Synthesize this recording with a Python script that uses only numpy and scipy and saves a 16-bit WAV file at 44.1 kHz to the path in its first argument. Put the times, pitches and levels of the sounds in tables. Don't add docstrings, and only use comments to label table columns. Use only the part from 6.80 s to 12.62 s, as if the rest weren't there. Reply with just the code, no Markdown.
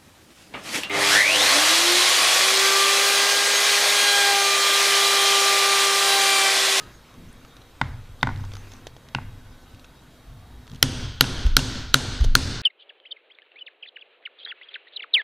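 import sys
import numpy as np
from scipy import signal
from scipy.io import wavfile
from scipy.ndimage import uniform_filter1d, minimum_filter1d

SR = 44100
rng = np.random.default_rng(int(sys.argv[2]) if len(sys.argv) > 2 else 0)


def unload_audio(sound):
    columns = np.transpose(np.atleast_2d(sound))
    steps = np.round(np.clip(columns, -1, 1) * 32767)
    wavfile.write(sys.argv[1], SR, steps.astype(np.int16))


def linear_from_db(decibels):
    return 10 ** (np.asarray(decibels, float) / 20)


N = 256560

# t/s, force/dB over full scale, mallet head/dB, upper bending mode/dB, main mode f/Hz
BLOWS = [
    (4.0274, 12.5, -7.5, 6.5, 4060),
    (4.409, 17, -6, 6, 4344),
    (4.7673, 17.5, -5, -0.8, 4025),
    (5.1423, 15.5, -0.5, -8.5, 3876),
    (5.5527, 12, 2.2, 1.1, 4090),
]
# low mode f/Hz, level/dB, upper mode f/Hz, damping factor, treble/dB
GRIP = [(3105, 9.5, 5300, 0.96, 7.5), (2964, 9, 4000, 1.18, 4), (3210, 1.5, 5172, 1.29, -3.5),
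        (3128, 3, 4800, 1.07, -8), (3330, 1.9, 4370, 1.14, -1.3)]
# teeth mode f/Hz, teeth level/dB, block level/dB
TEETH = [(5580, -8, 4), (5200, -5, -3.8), (5640, 0.9, -6.5), (5290, 0.5, -6), (5791, 10, -13)]
# level/dB at each of the four shades, thin line level/dB
SENT = [(4, -2.5, -1.6, -5, -19), (1, -1, -1, -4.5, -26), (0.5, 0.5, 2, 0.5, -3), (-2, 0, -2, -0.5, 1),
        (-8, 0.5, 2.2, -1, -16)]
# f/Hz, width/Hz, level/dB
IRON = [(3267, 560, 0), (4000, 530, 5), (4806, 640, 4.5), (5615, 960, 1.5), (6360, 424, -11),
        (2800, 820, -11), (9230, 460, -21.5), (11220, 440, -10), (13370, 1350, -5.5)]
# f/Hz, width/Hz, level/dB
HEAD = [(1450, 223, -5)]
# f/Hz, width/Hz, level/dB
BLOCK = [(425, 400, -14), (940, 230, -24), (2020, 240, -12.5)]
# f/Hz, width/Hz, level/dB
THIN = [(8800, 25, -47)]
# f/Hz, width/Hz, level/dB
SING = [(8200, 12, -55), (9250, 22, -47), (11200, 30, -40), (3600, 31, -46), (1450, 58, -18.5),
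        (12270, 30, -54)]
HEAD_LATE_S = 0.00043
SAG_SHARE, SAG_MS = 0.06, 0.7
PUSH_DB, PUSH_MS = -6, 1.27

# t/s, peak level/dB, hardness/dB, bench knock/dB, edge mode/dB
TAPS = [(1.014, -2, -7, -27, -1.5), (1.4297, -1.5, -3.5, -23, -33), (1.4713, -4, -15, -26.5, -20),
        (1.49, -9, -17, -33, -22), (1.503, -18, -26.5, -31.5, -18), (1.512, -21, -18, -41, -14),
        (1.597, -29, -13, -44, -14), (1.639, -16.5, -34, -47, -14.5), (2.3486, -10.5, -0.5, -27.5, 14),
        (2.385, -6, -30.5, -67, -14), (4.441, -17.5, -5, -26.5, 15)]
# f/Hz, width/Hz, level/dB
WOOD = [(925, 206, 5), (226, 178, -2), (1464, 190, 6.5), (1986, 170, 4.5), (3660, 160, 1.5),
        (4500, 1520, 22), (3370, 230, -2), (1027, 140, -8), (6250, 460, -17), (8800, 1700, -18)]
# f/Hz, width/Hz
EDGE = (2760, 330)
# f/Hz, level/dB per Hz
EDGE_TAIL = [(2200, -30), (2500, 1), (2850, 0), (3100, -31)]
# f/Hz, level/dB per Hz
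TAP_COLOUR = [(180, -47), (300, -31), (492, -9.5), (940, 1), (1220, -6.5), (1550, -3), (1800, -4.5),
              (2130, -2), (2600, -18), (3660, -15), (7550, -30), (12000, -52), (15600, -83), (22000, -120)]
TAP_EDGE_HZ = 10800
OFF_CENTRE = 0.57
TAIL_DB, TAIL_PER_HARD = -32.5, 0.59

# f/Hz, width/Hz, level/dB
BENCH = [(136.3, 11.1, 1), (264, 5, -10), (253.8, 8.8, -7.5)]
# f/Hz, width/Hz, level/dB
BENCH_LIGHT = [(132.5, 11.4, 1.5), (260, 18, -10.5), (196, 44, 4), (333, 37, -50)]
# f/Hz, width/Hz, level/dB
STAND = [(96.85, 2.48, 1), (112, 2.1, -30), (22.16, 1.5, -4)]

# t/s, peak level/dB, ring f/Hz, dull body/dB, length/ms
TICKS = [(0.281, -52, 5000, -9, 2.2), (0.3407, -42, 6100, -20, 2.5), (0.6489, -36.5, 1250, -16, 3.3),
         (0.767, -35, 3750, -13, 3.5), (0.817, -37, 3680, -4, 3), (1.561, -34, 4000, -15, 2.2),
         (1.574, -37, 5500, -15, 2.2), (1.606, -40, 6000, -15, 2.2), (1.637, -39, 3200, -15, 2.5),
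         (1.6508, -34.5, 1390, -2, 3), (1.718, -34.5, 3300, -15, 4), (1.736, -27.5, 4560, -18, 3),
         (1.753, -27, 1410, -11, 2.5), (1.7677, -28, 1280, -3, 2.7), (1.9181, -33.5, 6270, -16, 4.3),
         (1.9355, -33.5, 6250, -13, 3.9), (1.9667, -38, 6000, -18, 1.6), (2.0687, -23.5, 3660, 21, 3.7),
         (2.1654, -38, 3200, 28, 3.5), (2.2867, -34.5, 3820, -37, 3), (2.946, -39.5, 2540, -11, 4),
         (2.995, -37.5, 2800, -25, 3), (3.044, -36, 2600, -20, 4.9), (3.171, -48, 1350, -11, 4.4),
         (3.869, -39, 1250, -17, 2.3), (3.8776, -34, 3000, -10, 2.2), (3.8975, -32.5, 3570, -14, 1.8),
         (3.9163, -33, 3280, -3, 2), (3.935, -35, 3800, 20, 2.4), (3.9474, -32, 3420, -22, 1.8),
         (3.9558, -36, 5500, -17, 1.6), (3.9595, -32, 3300, -13, 2.3), (4.6656, -25, 2800, -3, 5.7),
         (4.791, -15.5, 2800, -21, 6), (5.156, -16.5, 1450, -16, 4.8), (5.408, -26, 1200, 1, 5.5),
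         (5.438, -26, 3260, -5, 3.2), (5.442, -20.5, 3100, -11, 4.7), (5.4465, -23, 6360, -2, 4)]
# f/Hz, level/dB per Hz
TICK_COLOUR = [(180, -25), (300, 12.5), (2480, 1.5), (3510, 11), (4660, 2.5), (6390, 2.5), (7730, -9),
               (10100, -9.5), (13000, -18)]
# t/s, f/Hz, width/Hz, level/dB, rise/ms
TOUCHES = [(0.0, 1260, 10.6, -39.5, 3), (0.075, 1262, 7.2, -54, 4.6), (.135, 6550, 15, -48, 12),
           (.488, 6150, 78, -43, 4), (.5285, 8300, 500, -41, .3), (.5288, 9900, 260, -42, 0.34),
           (.529, 10900, 500, -43, .3), (.648, 1260, 67, -43, 1.5), (.68, 6650, 60, -49, 3),
           (.70, 3700, 14, -43, 33), (1.4113, 3670, 230, -31, 0.4), (1.775, 6270, 20, -44, 11),
           (2.5, 1520, .3, -62, 49)]

# t/s, peak level/dB, swing f/Hz, number of swings
PUFFS = [(4.665, -8, 52, 1.4), (4.692, -18, 45, 1.1), (4.738, -14, 27, 2.4), (5.422, -8, 53, 1.45),
         (5.466, -16, 32, 1.5), (5.505, -12, 21.5, 2.6), (3.9342, -27, 120, .9), (3.9165, -34, 130, 1.1),
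         (3.947, -35, 140, 1.1), (3.956, -34, 150, 1.2), (3.5, -41, 45, 4), (3.54, -44, 140, 9),
         (3.76, -42, 60, 8)]

# f/Hz, level/dB per Hz
RING_COLOUR = [(180, -34), (300, -3.5), (366, 5.5), (392, -6), (486, -3.5), (614, -6), (713, -7),
               (1040, -7.5), (1170, -11), (1560, -7.5), (2000, -11), (4440, -5), (11100, -21), (13800, -34),
               (16000, -53)]
# f/Hz, loss/dB per s
RING_FADE = [(300, 34.5), (1500, 0), (4000, 1.5), (7000, 29), (10000, 68), (15000, 52)]
# f/Hz, width/Hz, level/dB
RING_BANDS = [(1450, 310, 6), (2510, 520, -2.5), (3300, 680, 2), (6350, 1000, 3.5), (8100, 470, 6.5),
              (9050, 300, 3), (11260, 500, 0), (11900, 400, -7)]
# f/Hz, width/Hz
SHADES = [(3230, 330), (4250, 920), (5400, 720), (7350, 1700)]
# f/Hz, level/dB
FIRST = [(1000, -1.5), (1500, -4), (2600, 0), (3250, 0), (3900, -3.5), (5000, -0.5), (8000, 0),
         (12000, -1.5)]
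RING_DB, RING_PER_HEAD = -32.5, 0.095
EARLY_DB, EARLY_S = 11, 0.014
HOLD_S, SAG_DB_PER_S, FALL_DB_PER_S = 0.22, 6.5, 60.5
GUST_DB, GUST_S = 2, 0.11
ARRIVE_MS = 6.9

# t/s, rumble level/dB, sharpness/dB, hold/s
JOLTS = [(0, -49.5, 3.5, 0.015), (0.329, -52.5, 6, 0.12), (0.44, -58, 4.5, 0.06), (0.54, -57, 4.5, 0.06),
         (0.767, -50.5, -16, 0.033), (1.022, -34, -3.5, 0.074), (1.283, -62, -6, 0.046),
         (1.441, -33.5, -3, 0.16), (1.73, -50, -12, 0.038), (2.057, -47, -17, .02), (2.16, -55, -12, 0.026),
         (2.358, -43, 0.5, 0.12), (2.595, -56, 1, 0.041), (2.87, -50.5, -2.5, 0.079),
         (3.458, -47, -4.5, 0.17), (3.694, -51.5, -0.5, 0.23), (3.903, -50.5, 6, 0.025),
         (4.02, -32, -0.5, 0.23), (4.44, -35, 1.5, 0.16), (4.628, -29.5, -0.5, 0.024),
         (4.788, -36, 2.5, 0.21), (5.394, -28, -3.5, 0.074), (5.172, -35, 0.5, .2), (5.563, -34.5, 1, 0.19)]
JOLT_RISE_S = 0.021
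# offset/dB, share of sharpness, fall/dB per s, rest level/dB
RUMBLE = (-2, 1, 46, -60)
# offset/dB, share of sharpness, fall/dB per s, rest level/dB
BOOM = (-1, 0.24, 69, -65)
# offset/dB, share of sharpness, fall/dB per s, rest level/dB
DRUM = (-7.5, 2, 117, -67.5)
# f/Hz, level/dB per Hz
BOOM_COLOUR = [(60, -31), (75, 14.5), (100, 16), (135, 15), (165, -48)]
# f/Hz, level/dB per Hz
DRUM_COLOUR = [(130, -37), (160, 3), (200, -4), (255, 2.5), (300, -9), (400, -15.5), (520, -15.5),
               (650, -43.5)]
# t/s, level/dB
RUSTLE = [(0.0, -46), (0.18, -56), (0.86, -58), (1.47, -57.5), (1.6, -53.5), (1.93, -52), (2.13, -60),
          (2.9, -59), (3.27, -60), (3.94, -59.5), (4.02, -58)]
# f/Hz, level/dB per Hz
RUSTLE_COLOUR = [(180, -58), (300, 13), (478, -10), (738, -4.5), (1120, 1), (1250, 1), (1620, -1.5),
                 (6270, -11), (7130, -14.5), (14000, -24)]
# f/Hz, level/dB per Hz
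AIR = [(15, -8), (25, 2), (134, 0), (191, -6), (244, -3), (397, -13.5), (467, -6), (565, -11.5), (664, -11),
       (1540, -17.5), (2650, -25), (3870, -23.5), (4550, -30.5), (14600, -31.5), (16300, -51)]
AIR_DB, AIR_PATCH_DB = -53, 1.8
# f/Hz, width/Hz, level/dB
HUM = [(105, 8.6, -75), (248, 2.2, -64.5), (1505, 7.8, -74.5), (3280, 35, -71.5), (3800, 33, -69.5),
       (4430, 45, -77.5)]
# f/Hz, level/dB per Hz
HISS = [(24, -39), (40, -21), (284, -25), (384, -5), (425, 8), (1690, -6), (4870, -5), (13600, -8),
        (16300, -23)]
HISS_DB = -72.5


def evened(x):
    return x / np.sqrt(np.mean(x ** 2) + 1e-20)


def read(points, hz):
    f, value = np.transpose(points)
    return np.interp(np.log(hz + 1), np.log(f + 1), value)


def add(mix, s, sound):
    part = mix[round(s * SR):][:len(sound)]
    part += sound[:len(part)]


def noise(colour, loss=None, patchy_db=0.0, size=512):
    t = np.arange(4 * N // size + 5) * size / 4 / SR
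    hz = np.fft.rfftfreq(size, 1 / SR)
    a, b, patches = rng.standard_normal((3, len(t), len(hz)))
    if patchy_db:
        patches = uniform_filter1d(patches, size=20, axis=0)
        patches = evened(uniform_filter1d(patches, size=6, axis=1))
    z = (a + 1j * b) * linear_from_db(read(colour, hz) + patchy_db * patches)

    def back(z):
        return signal.istft(z.T, nperseg=size, noverlap=3 * size // 4)[1][:N]

    scale = np.std(back(z))
    if loss:
        z = z * linear_from_db(-loss(t[:, None], hz))
    return back(z) / scale


def ring(modes, rise_ms=0.041, count=2500, sag=0.0):
    t = np.arange(count) / SR
    bent = t + sag * SAG_MS / 1000 * (1 - np.exp(-1000 * t / SAG_MS))
    out = sum(-linear_from_db(db) * np.exp(-np.pi * w * t) * np.sin(2 * np.pi * f * bent) for f, w, db in modes)
    return out * (1 - np.exp(-1000 * t / rise_ms))


def push(level_db):
    x = 1000 * np.arange(600) / SR / PUSH_MS
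    return linear_from_db(level_db) * x * np.exp(-x)


def blows():
    out, t = np.zeros(N), np.arange(600) / SR
    band = signal.butter(2, [2600, 5800], "band", fs=SR, output="sos")
    for blow, grip, teeth, sent in zip(BLOWS, GRIP, TEETH, SENT):
        s, force_db, head_db, upper_db, main_hz = blow
        low_hz, low_db, upper_hz, damping, treble_db = grip
        teeth_hz, teeth_db, block_db = teeth
        iron = np.array(IRON, float)
        iron[:4, 0] = low_hz, main_hz, upper_hz, teeth_hz
        iron[:4, 1] *= damping
        iron[[0, 2, 3], 2] += low_db, upper_db, teeth_db
        iron[iron[:, 0] > 8000, 2] += treble_db
        crack = signal.sosfilt(band, rng.standard_normal(len(t))) * np.exp(-t / 0.0019)
        add(out, s, linear_from_db(force_db) * ring(iron, sag=SAG_SHARE))
        add(out, s, linear_from_db(force_db - 14) * crack)
        add(out, s, linear_from_db(force_db + block_db) * ring(BLOCK, rise_ms=0.9))
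        add(out, s, push(PUSH_DB))
        add(out, s, linear_from_db(sent[-1]) * ring(THIN, rise_ms=6.0, count=9000))
        add(out, s + HEAD_LATE_S, linear_from_db(force_db + head_db) * ring(HEAD, rise_ms=0.82))
        add(out, s, ring(SING, rise_ms=2.2, count=9000))
        add(out, s, bench(BENCH, -20.0, -20.0))
    return out


def taps():
    out, tail, edge = np.zeros(N), np.zeros(N), np.zeros(N)
    t = np.arange(SR) / SR
    for s, peak_db, hard_db, knock_db, edge_db in TAPS:
        modes = [(*EDGE, edge_db)]
        for f, w, db in WOOD:
            softened_db = 0.9 * hard_db * max(np.log2(f / 1200), 0)
            taken_db = OFF_CENTRE * max(edge_db, 0) * (1800 < f < 4000)
            modes.append((f, w, db + softened_db - taken_db))
        body = ring(modes, rise_ms=1.39 * linear_from_db(-0.4 * hard_db))
        snap = linear_from_db(hard_db + 1.5) * np.exp(-((t[:2500] - 0.00025) / 0.00009) ** 2)
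        grit = uniform_filter1d(np.diff(rng.standard_normal(301)), size=3) * np.exp(-t[:300] / 0.0024)
        add(out, s, linear_from_db(peak_db - 3.0) * (body - snap))
        add(out, s, linear_from_db(peak_db + hard_db - 18.5) * grit)
        add(out, s, push(knock_db + 6.0))
        add(out, s, bench(BENCH_LIGHT, knock_db, -1.2))
        tail_db = peak_db + TAIL_PER_HARD * hard_db + TAIL_DB
        add(tail, s, linear_from_db(2 * (tail_db - 60 * t / 0.53)) * np.minimum(t / 0.0012, 1))
        add(edge, s, linear_from_db(2 * (tail_db + edge_db - 19.5 - 60 * t / 0.5)) * np.minimum(t / 0.006, 1))
    soft = signal.sosfilt(signal.butter(8, TAP_EDGE_HZ, fs=SR, output="sos"), out)
    return soft + np.sqrt(edge) * noise(EDGE_TAIL) + np.sqrt(tail) * noise(TAP_COLOUR, patchy_db=1.5)


def bench(modes, knock_db, sway_db):
    late = np.zeros(round(0.009 * SR))
    top = -np.append(late, ring(modes, rise_ms=0.8, count=40000))[:40000]
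    return linear_from_db(knock_db) * (top + linear_from_db(sway_db) * ring(STAND, rise_ms=150.0, count=40000))


def puffs():
    out, t = np.zeros(N), np.arange(-0.15, 0.15, 1 / SR)
    for s, peak_db, hz, swings in PUFFS:
        swing = np.cos(2 * np.pi * hz * t) * np.exp(-(2 * t * hz / swings) ** 2)
        add(out, s - 0.15, -linear_from_db(peak_db) * swing)
    return out


def ticks():
    out, shape = np.zeros(N), np.zeros(N)
    t, crackle = np.arange(900) / SR, noise(TICK_COLOUR)
    for s, peak_db, hz, body_db, ms in TICKS:
        modes = [(hz, 700 / ms, 0), (600, 350, body_db - 14.0)]
        add(shape, s, linear_from_db(peak_db - 8.0) * np.exp(-1000 * t / ms) * np.minimum(t / 0.00015, 1))
        add(out, s, linear_from_db(peak_db - 5.0) * ring(modes, rise_ms=0.37, count=900))
    for s, hz, width, db, rise_ms in TOUCHES:
        add(out, s, ring([(hz, width, db)], rise_ms, count=26000))
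    return out + shape * crackle


def workshop():
    starts, t = np.array([row[0] for row in BLOWS]), np.arange(N) / SR

    def last(t):
        return np.maximum(np.searchsorted(starts, t) - 1, 0)

    def bump(hz, f, w):
        return np.exp(-(2 * (hz - f) / w) ** 2)

    def loss(t, hz):
        since = np.maximum(t - starts[last(t + 0.004)], 0)
        bands = sum(db * bump(hz, f, w) for f, w, db in RING_BANDS)
        shade = sum(db[last(t)] * bump(hz, f, w) for (f, w), db in zip(SHADES, np.transpose(SENT)))
        return since * read(RING_FADE, hz) - bands - shade - (t < starts[1]) * read(FIRST, hz)

    wash = noise(RING_COLOUR, loss, patchy_db=0.8)
    age = t - starts[last(t)]
    level_db = RING_DB + RING_PER_HEAD * np.array(BLOWS)[last(t), 2]
    level_db += EARLY_DB * np.exp(-abs(age) / EARLY_S)
    level_db -= SAG_DB_PER_S * age + FALL_DB_PER_S * np.maximum(age - HOLD_S, 0)
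    for s, peak_db, hz, swings in PUFFS:
        if peak_db > -10:
            level_db -= GUST_DB * np.clip((t - s) / GUST_S, 0, 1) * (t - s < age)
    gap = np.clip(1000 * age / ARRIVE_MS, 0.3, 1) ** 2
    return wash * linear_from_db(level_db) * gap * (t > starts[0])


def shake(colour, offset_db, share, fall_db, rest_db):
    t = np.arange(0, N, 32) / SR
    power = np.full(len(t), linear_from_db(2 * rest_db))
    for s, db, sharp_db, hold in JOLTS:
        level_db = db + offset_db + share * sharp_db - fall_db * np.maximum(t - s - hold, 0)
        power += linear_from_db(2 * level_db) * np.clip((t - s) / JOLT_RISE_S, 0, 1) ** 2
    return np.interp(np.arange(N) / SR, t, np.sqrt(power)) * noise(colour, size=4096)


def background():
    t = np.arange(N) / SR
    first = BLOWS[0][0]
    duck_db = 2.9 * (t > first)
    out = linear_from_db(AIR_DB + 1.0 - duck_db) * noise(AIR, patchy_db=AIR_PATCH_DB, size=2048)
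    for hz, width, db in HUM:
        r = np.exp(-np.pi * width / SR)
        drift = signal.lfilter([1], [1, -r], rng.standard_normal(N) + 1j * rng.standard_normal(N))
        out += linear_from_db(db) * evened((drift * np.exp(2j * np.pi * hz * t)).real)
    out += linear_from_db(np.interp(t, *np.transpose(RUSTLE))) * (t < first) * noise(RUSTLE_COLOUR, patchy_db=2.5)
    out += shake([(15, 13.0), (28, 7.0), (45, 13.0), (62, 13.5), (80, -49.0)], *RUMBLE)
    out += shake(BOOM_COLOUR, *BOOM)
    return out + shake(DRUM_COLOUR, *DRUM)


def scene():
    mid = blows() + taps() + ticks() + puffs() + workshop() + background()
    side = linear_from_db(HISS_DB) * noise(HISS)
    return np.array([mid + side, mid - side])


def starve(x):
    hz, t, z = signal.stft(x, SR, nperseg=1024, noverlap=512)
    power = abs(z.mean(0)) ** 2
    bias = uniform_filter1d(rng.standard_normal((128, len(t))), size=25, axis=1) * 5
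    bands = power[:512].reshape(128, 4, -1).mean(1) * linear_from_db(2 * 3.5 * bias)
    bands = np.repeat(bands, 4, 0)
    mids, bass = power[(hz > 1000) & (hz < 6000)].mean(0), power[hz < 200].mean(0)
    mask = np.maximum(mids * linear_from_db(2 * -26.0), bass * linear_from_db(2 * -62.0))
    drop = (bands < minimum_filter1d(mask, size=3)) & (hz[:512, None] > 7500)
    z[:, :512] *= np.where(drop, linear_from_db(-17.0), 1)
    spans = len(t) // 4 + 1
    chance = rng.standard_normal((65, spans)) + 1.2 * rng.standard_normal(spans)
    apart = np.repeat(np.repeat(chance > 0.5, 8, 0), 4, 1)[:len(hz), :len(t)]
    z = z.mean(0) + (z - z.mean(0)) * apart * linear_from_db(7.0)
    return signal.istft(z, SR, nperseg=1024, noverlap=512)[1][:, :N]


def top_cut(x):
    return signal.sosfilt(signal.butter(12, 16420, fs=SR, output="sos"), x)


def record(dry):
    clipped = np.clip(dry, -1, 1)
    bright = signal.lfilter([1, -1], [1, -0.96], clipped[0])
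    stray = linear_from_db(-28.0) * bright * evened(uniform_filter1d(rng.standard_normal(N), size=20))
    thinned = starve(clipped + [stray, -stray])
    limited = signal.oaconvolve(thinned, signal.firwin(255, 15500, fs=SR)[None], "same")
    return top_cut(np.clip(limited, -1, 1))


dry = scene()
out = record(dry)
unload_audio(out)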